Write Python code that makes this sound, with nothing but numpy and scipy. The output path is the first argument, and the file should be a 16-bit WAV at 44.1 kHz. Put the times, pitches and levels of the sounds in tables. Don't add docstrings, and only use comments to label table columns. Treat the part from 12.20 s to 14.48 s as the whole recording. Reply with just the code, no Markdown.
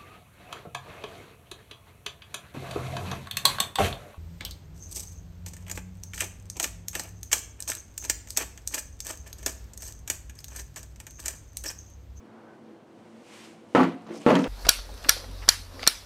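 import sys
import numpy as np
from scipy import signal
from scipy.fft import rfft, irfft, next_fast_len
from scipy.io import wavfile

SR = 44100
rng = np.random.default_rng(int(sys.argv[2]) if len(sys.argv) > 2 else 0)


def unload_audio(sound):
    columns = np.transpose(np.atleast_2d(sound))
    steps = np.round(np.clip(columns, -1, 1) * 32767)
    wavfile.write(sys.argv[1], SR, steps.astype(np.int16))


def invert_db(level):
    return 10 ** (np.asarray(level, dtype=float) / 20)


N = 100503


def rms_one(x):
    return x / np.sqrt(np.mean(x ** 2) + 1e-20)


def in_time(rows):
    s, db = np.transpose(rows)
    return invert_db(np.interp(np.arange(N) / SR, s, db, right=-140))


def at_hz(points, hz):
    table_hz, value = np.transpose(points)
    return np.interp(np.log(hz), np.log(table_hz), value)


def drift(rate_hz):
    r = np.exp(-2 * np.pi * rate_hz * 40 / SR)
    slow = signal.lfilter([1], [1, -2 * r, r * r], rng.standard_normal(N // 40 + 2002))[2000:]
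    return np.interp(np.arange(N) / 40, np.arange(len(slow)), rms_one(slow))


def banded(spectrum, patchy_db, white):
    shared_flicker = 0.6
    out, together = 0, drift(11.0)
    edges = 25 * 2 ** np.arange(0, 9.6, .5)
    for k, (low, high) in enumerate(zip(edges, edges[1:])):
        flicker = shared_flicker * together + drift(9.6)
        gain = invert_db(at_hz(spectrum, np.sqrt(low * high)) + patchy_db * flicker)
        if spectrum[0][0] <= high and low <= spectrum[-1][0]:
            band = signal.butter(2, [low, high], "band", fs=SR, output="sos")
            out = out + gain * signal.sosfilt(band, white[k % 2])
    return rms_one(out)


def add(out, s, sound):
    i = int(s * SR)
    out[i:i + len(sound)] += sound[:len(out) - i]


def panel():
    # start_s, strength_db, hardness_hz, favoured_hz
    contacts = [(0.951, -48, 350, 300), (1.5495, -3.5, 3300, 670), (1.585, -15, 1570, 496),
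                (1.603, -9.5, 1530, 830), (1.6308, -18.5, 3970, 1500), (1.705, -57, 1030, 400),
                (1.866, -40, 4860, 1000), (1.89, -36.5, 1520, 403), (1.907, -30, 900, 363),
                (1.965, -58, 800, 300), (2.009, -40.5, 807, 248), (2.064, 2, 1870, 540),
                (2.101, -9, 2630, 576), (2.13, -9.5, 490, 397), (2.1535, -15, 6140, 2720),
                (2.19, -23, 4980, 300), (2.2411, -25, 6000, 2520), (2.26, -23, 794, 550)]
    # pitch_hz, level_db, t60_s
    strong_modes = [(174.35, -11, 0.51), (259.3, -3.5, 0.22), (288, -9, 0.15), (305, -2.5, 0.13),
                    (356, -8.5, 0.1), (393, -20, 0.13), (471, -2.5, 0.14), (505.7, -6, 0.13),
                    (560.5, -7.5, 0.07), (646.3, -24.5, 0.14), (860.8, -8, 0.19), (950, -21, 0.27),
                    (1054, -15.5, 0.18), (729, -36, 0.96)]
    # pitch_hz, level_db
    dense_levels = [(110, -25), (200, -17.5), (400, -18.5), (1000, -16), (2000, -17.5), (4000, -25),
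                    (8000, -23), (15000, -78)]
    # pitch_hz, t60_s
    dense_t60 = [(110, 0.37), (400, 0.24), (1300, 0.15), (5000, 0.091), (15000, 0.059)]
    mode_db, scatter_db, rise_s = -13, 1.5, 0.00031
    favour_db, favour_octaves = 4.5, 0.83
    push_db, push_s = -14.5, 0.0091
    crack_db, crack_s = -10.5, 0.003

    t, out = np.arange(2 * SR // 5) / SR, np.zeros(N)
    dense_hz = np.sort(110 * (15500 / 110) ** rng.random(360) ** .8)
    dense_modes = [dense_hz, at_hz(dense_levels, dense_hz), at_hz(dense_t60, dense_hz)]
    hz, db, t60 = np.hstack([np.transpose(strong_modes), dense_modes])
    decay = invert_db(db[:, None] - 60 * t / t60[:, None])
    rings = np.sin(2 * np.pi * hz[:, None] * t) * decay * (1 - np.exp(-t / rise_s))
    push = invert_db(push_db) * t / push_s * np.exp(1 - t / push_s)
    for s, hit_db, hard_hz, favour_hz in contacts:
        size, side = rng.standard_normal((2, len(hz)))
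        favour = favour_db * np.exp(-(np.log2(hz / favour_hz) / favour_octaves) ** 2)
        polarity = np.where(side > -.5, 1, -1)
        softness = 1 / (1 + (hz / hard_hz) ** 2)
        share = invert_db(mode_db + scatter_db * size + favour) * polarity * softness
        soft = signal.butter(3, min(hard_hz, .45 * SR), fs=SR, output="sos")
        burst = rng.standard_normal(len(t)) * np.exp(-t / crack_s)
        crack = invert_db(crack_db) * signal.sosfilt(soft, burst)
        add(out, s, invert_db(hit_db) * (share @ rings + push + crack))
    return out


def blooms():
    # start_s, peak_db, pitch_hz,
    # swell_s
    bloom_events = [(0.14, -66, 1487, .04), (0.27, -60, 1523, 0.026), (1, -51, 244, .012),
                    (1.549, -18, 305, 0.0076), (1.55, -31.5, 496, .008), (1.551, -32, 650, 0.005),
                    (1.552, -30, 147, 0.0088), (1.553, -20.5, 1292, 0.0085), (1.57, -22, 720, 0.0092),
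                    (1.577, -14, 256.4, 0.018), (1.585, -24.5, 1150, 0.011), (1.59, -18.5, 357, 0.013),
                    (1.592, -19, 855, 0.0098), (1.6, -45, 108, 0.056), (1.61, -28, 179.5, 0.025),
                    (1.625, -26, 380.4, 0.011), (1.65, -24.5, 266, 0.016), (1.655, -25.5, 340, 0.01),
                    (1.67, -49, 772, 0.0097), (1.69, -50.5, 714, 0.053), (1.7, -49, 516, 0.014),
                    (1.735, -39, 281, 0.014), (1.87, -44.5, 168.6, 0.027), (1.9, -32, 344, 0.012),
                    (1.96, -41.5, 289, 0.017), (1.97, -50, 164, 0.023), (2.064, -13.5, 476, 0.0092),
                    (2.0642, -9.5, 241, 0.0092), (2.0644, -17.5, 890, 0.0061),
                    (2.0646, -15.5, 153.3, 0.015), (2.066, -13.5, 576.3, 0.0087), (2.087, -22, 642, 0.012),
                    (2.086, -25.5, 1085, 0.01), (2.095, -30.5, 1200, 0.012), (2.105, -21.5, 513, 0.012),
                    (2.115, -13.5, 257, .016), (2.14, -20, 175.2, 0.024), (2.145, -25, 937, 0.0067),
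                    (2.149, -15.5, 283.7, .013), (2.187, -21, 255.2, 0.018), (2.19, -39.5, 649, .015),
                    (2.215, -34.5, 485, 0.012), (2.23, -39, 180, 0.022), (2.245, -29, 271, 0.014),
                    (2.245, -34.5, 536, 0.0099)]
    twin_ratio, twin_db = 1.07, -10.5
    t, out = np.arange(SR // 3) / SR, np.zeros(N)
    for s, db, hz, swell_s in bloom_events:
        main = np.sin(2 * np.pi * hz * t)
        twin = invert_db(twin_db) * np.sin(2 * np.pi * hz * twin_ratio * t)
        swell = invert_db(db) * t / swell_s * np.exp(1 - t / swell_s)
        add(out, s, swell * (main + twin))
    return out


def flakes(motion):
    # pitch_hz, density_db (per Hz)
    flake_colour = [(500, 7.5), (1500, 5.5), (3000, -3), (5000, -16), (6800, -16.5), (10000, -31),
                    (13000, -27), (15500, -41)]
    shake_db, follow_s, shake_power = -16, 0.007, 0.84
    r = np.exp(-1 / (follow_s * SR))
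    shake = signal.lfilter([1 - r], [1, -r], motion ** 2) ** (shake_power / 2)
    return invert_db(shake_db) * shake * banded(flake_colour, 1.0, rng.standard_normal((2, N)))


def ticks():
    # start_s, peak_db, ring_hz, t60_s
    tick_events = [(1.5495, -36, 7000, .009), (1.588, -57, 12200, .031), (1.593, -56.5, 10700, .035),
                   (1.596, -46, 4100, .03), (1.614, -58, 12000, .007), (1.632, -51, 6800, .044),
                   (1.633, -58, 12250, .035), (1.637, -62, 13300, .025), (1.6885, -63, 11500, .009),
                   (1.752, -63, 10000, .008), (1.8106, -51, 2080, .011), (1.82, -60, 6500, .008),
                   (1.845, -62, 8000, .007), (1.868, -56, 3440, .017), (1.869, -57, 7000, .017),
                   (1.941, -59, 5460, .01), (1.9725, -55, 10600, .03), (1.9745, -61, 12800, .016),
                   (2.0174, -46, 6400, .008), (2.0875, -47, 10700, .07), (2.0885, -54, 12500, .045),
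                   (2.104, -46, 6800, .045), (2.117, -57, 12600, .035), (2.141, -56, 10700, .06),
                   (2.1538, -22, 3430, .013), (2.155, -48, 12600, .011), (2.156, -41, 8500, .009),
                   (2.165, -44, 6800, .035), (2.189, -43, 6200, .011), (2.19, -49, 10600, .009),
                   (2.194, -42, 6200, .014), (2.193, -54, 9700, .03), (2.2325, -43, 5900, .014),
                   (2.2365, -45, 5900, .014), (2.2412, -29, 2800, .012), (2.242, -45, 7000, .009),
                   (2.243, -52, 9400, .031), (2.243, -56, 12800, .014), (2.245, -34, 2600, .014)]
    rise_share = 0.02
    least_spread_hz, spread_per_s = 120, 0.074
    t, out = np.arange(SR // 10) / SR, np.zeros(N)
    for s, db, hz, t60 in tick_events:
        detune, phase = rng.random((2, 10, 1))
        swell = invert_db(db - 60 * t / t60) * (1 - np.exp(-t / (rise_share * t60)))
        spread = (np.arange(10)[:, None] + detune - 5) / 3
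        mode_hz = hz + (least_spread_hz + spread_per_s / t60 ** 2) * spread
        add(out, s, swell * np.sin(2 * np.pi * (mode_hz * t + phase)).sum(0) / 2)
    return out


def grind():
    # start_s, level_db
    grind_curve = [(1.54, -100), (1.64, -53.5), (1.8, -66), (1.864, -57.5), (1.868, -54), (1.92, -53),
                   (1.96, -49.5), (2.05, -52), (2.2, -41), (2.28, -55)]
    # pitch_hz, density_db (per Hz)
    grit_colour = [(500, 11.5), (1000, 1.5), (2000, -4), (4000, -2), (7000, -10.5), (11000, -19),
                   (15500, -40)]
    grains_per_s, grain_spread_db = 2500, 2
    loudness = invert_db(grain_spread_db * np.minimum(rng.exponential(1, (2, N)), 5))
    sizes = loudness * rng.choice([-1, 1], (2, N))
    grains = sizes * (rng.random((2, N)) < grains_per_s / SR)
    return in_time(grind_curve) * banded(grit_colour, 3.6, grains + 1e-18)


def swish():
    # start_s, level_db
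    swish_curve = [(0.55, -75), (0.608, -79), (0.692, -73.5), (1.018, -64.5), (1.136, -52), (1.256, -52.5),
                   (1.374, -65), (1.462, -69.5), (1.55, -61.5), (1.7, -83)]
    # pitch_hz, density_db (per Hz)
    denim_colour = [(530, -51), (900, 13), (967, -6), (1820, -2.5), (3110, -1.5), (4280, -10.5), (6500, -7),
                    (9180, -14), (15500, -42)]
    return in_time(swish_curve) * banded(denim_colour, 0.3, rng.standard_normal((2, N)))


def shop(x):
    echo_t60_s, wall_cut_hz = 0.33, 1750
    size = next_fast_len(N + SR)
    w = 2 * np.pi * np.arange(size // 2 + 1) / size
    dull = 1 / (1 + 1j * w * SR / (2 * np.pi * wall_cut_hz))
    echo = 0
    for k, lag_s in enumerate(rng.uniform(.015, .045, 10)):
        loop = invert_db(-60 * lag_s / echo_t60_s) * dull * np.exp(-1j * w * lag_s * SR)
        echo = echo + (-1) ** k * loop / (1 - loop)
    return irfft(rfft(x, size) * echo, size)[:N]


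def shuffle():
    # pitch_hz, density_db (per Hz)
    shuffle_colour = [(300, -18), (700, 14.5), (1500, 8), (2200, -16), (4000, -36)]
    centre_s, half_s, level_db = 0.22, 0.1, -57
    swell = np.exp(-.5 * ((np.arange(N) / SR - centre_s) / half_s) ** 2)
    return invert_db(level_db) * swell * banded(shuffle_colour, 1.0, rng.standard_normal((2, N)))


def motor():
    # pitch_hz, width_hz, level_db
    hum_lines = [(110.6, 10, -69), (222, 12, -64), (333.6, 3.9, -59.5), (486, 7.8, -65.5), (654, 8, -84)]
    # start_s, level_db
    drone_curve = [(0, -59), (.2, -61), (.4, -59.5), (.484, -49.5), (.56, -74), (.64, -57), (.7, -81),
                   (.85, -62), (.96, -52.5), (1.06, -67), (1.15, -57.5), (1.28, -55.5), (1.35, -64),
                   (1.44, -63), (1.55, -59), (2.28, -49)]
    drone_hz = 223
    out = np.sqrt(2) * in_time(drone_curve) * np.sin(2 * np.pi * drone_hz * np.arange(N) / SR)
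    for hz, width_hz, db in hum_lines:
        r = np.exp(-np.pi * width_hz / SR)
        poles = [1, -2 * r * np.cos(2 * np.pi * hz / SR), r * r]
        line = signal.lfilter([1, 0, -1], poles, rng.standard_normal(N + SR))[SR:]
        out += invert_db(db) * rms_one(line)
    return out


def room():
    # pitch_hz, density_db (per Hz)
    air_colour = [(25, -32), (60, -41), (120, -10), (250, 0.5), (600, -5), (1500, -18.5), (5000, -34),
                  (15500, -51)]
    return invert_db(-54) * banded(air_colour, 1.0, rng.standard_normal((2, N)))


def scene():
    mic_cut_hz, shop_db = 159.5, -18.5
    boom = panel()
    near = boom + blooms() + flakes(boom) + ticks() + grind()
    cut = signal.butter(2, mic_cut_hz, "high", fs=SR, output="sos")
    near = signal.sosfilt(cut, near)
    echo = invert_db(shop_db) * signal.sosfilt(cut, shop(near))
    background = shuffle() + motor() + room()
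    return (near + echo + swish() + background)[None]


def top_cut(x):
    return signal.sosfilt(signal.butter(12, 15690, fs=SR, output="sos"), x)


def record(dry):
    ceiling_db, release_db_per_s, attack_s = -6, 223, 0.00094
    fall = release_db_per_s * np.arange(N) / SR
    over = np.maximum(20 * np.log10(np.abs(dry[0]) + 1e-9) - ceiling_db, 0)
    held = np.maximum.accumulate(over + fall) - fall
    r = np.exp(-1 / (attack_s * SR))
    limited = dry * invert_db(-signal.lfilter([1 - r], [1, -r], held))
    return top_cut(0.55 * np.tanh(limited / 0.51))


dry = scene()
out = record(dry)
unload_audio(out)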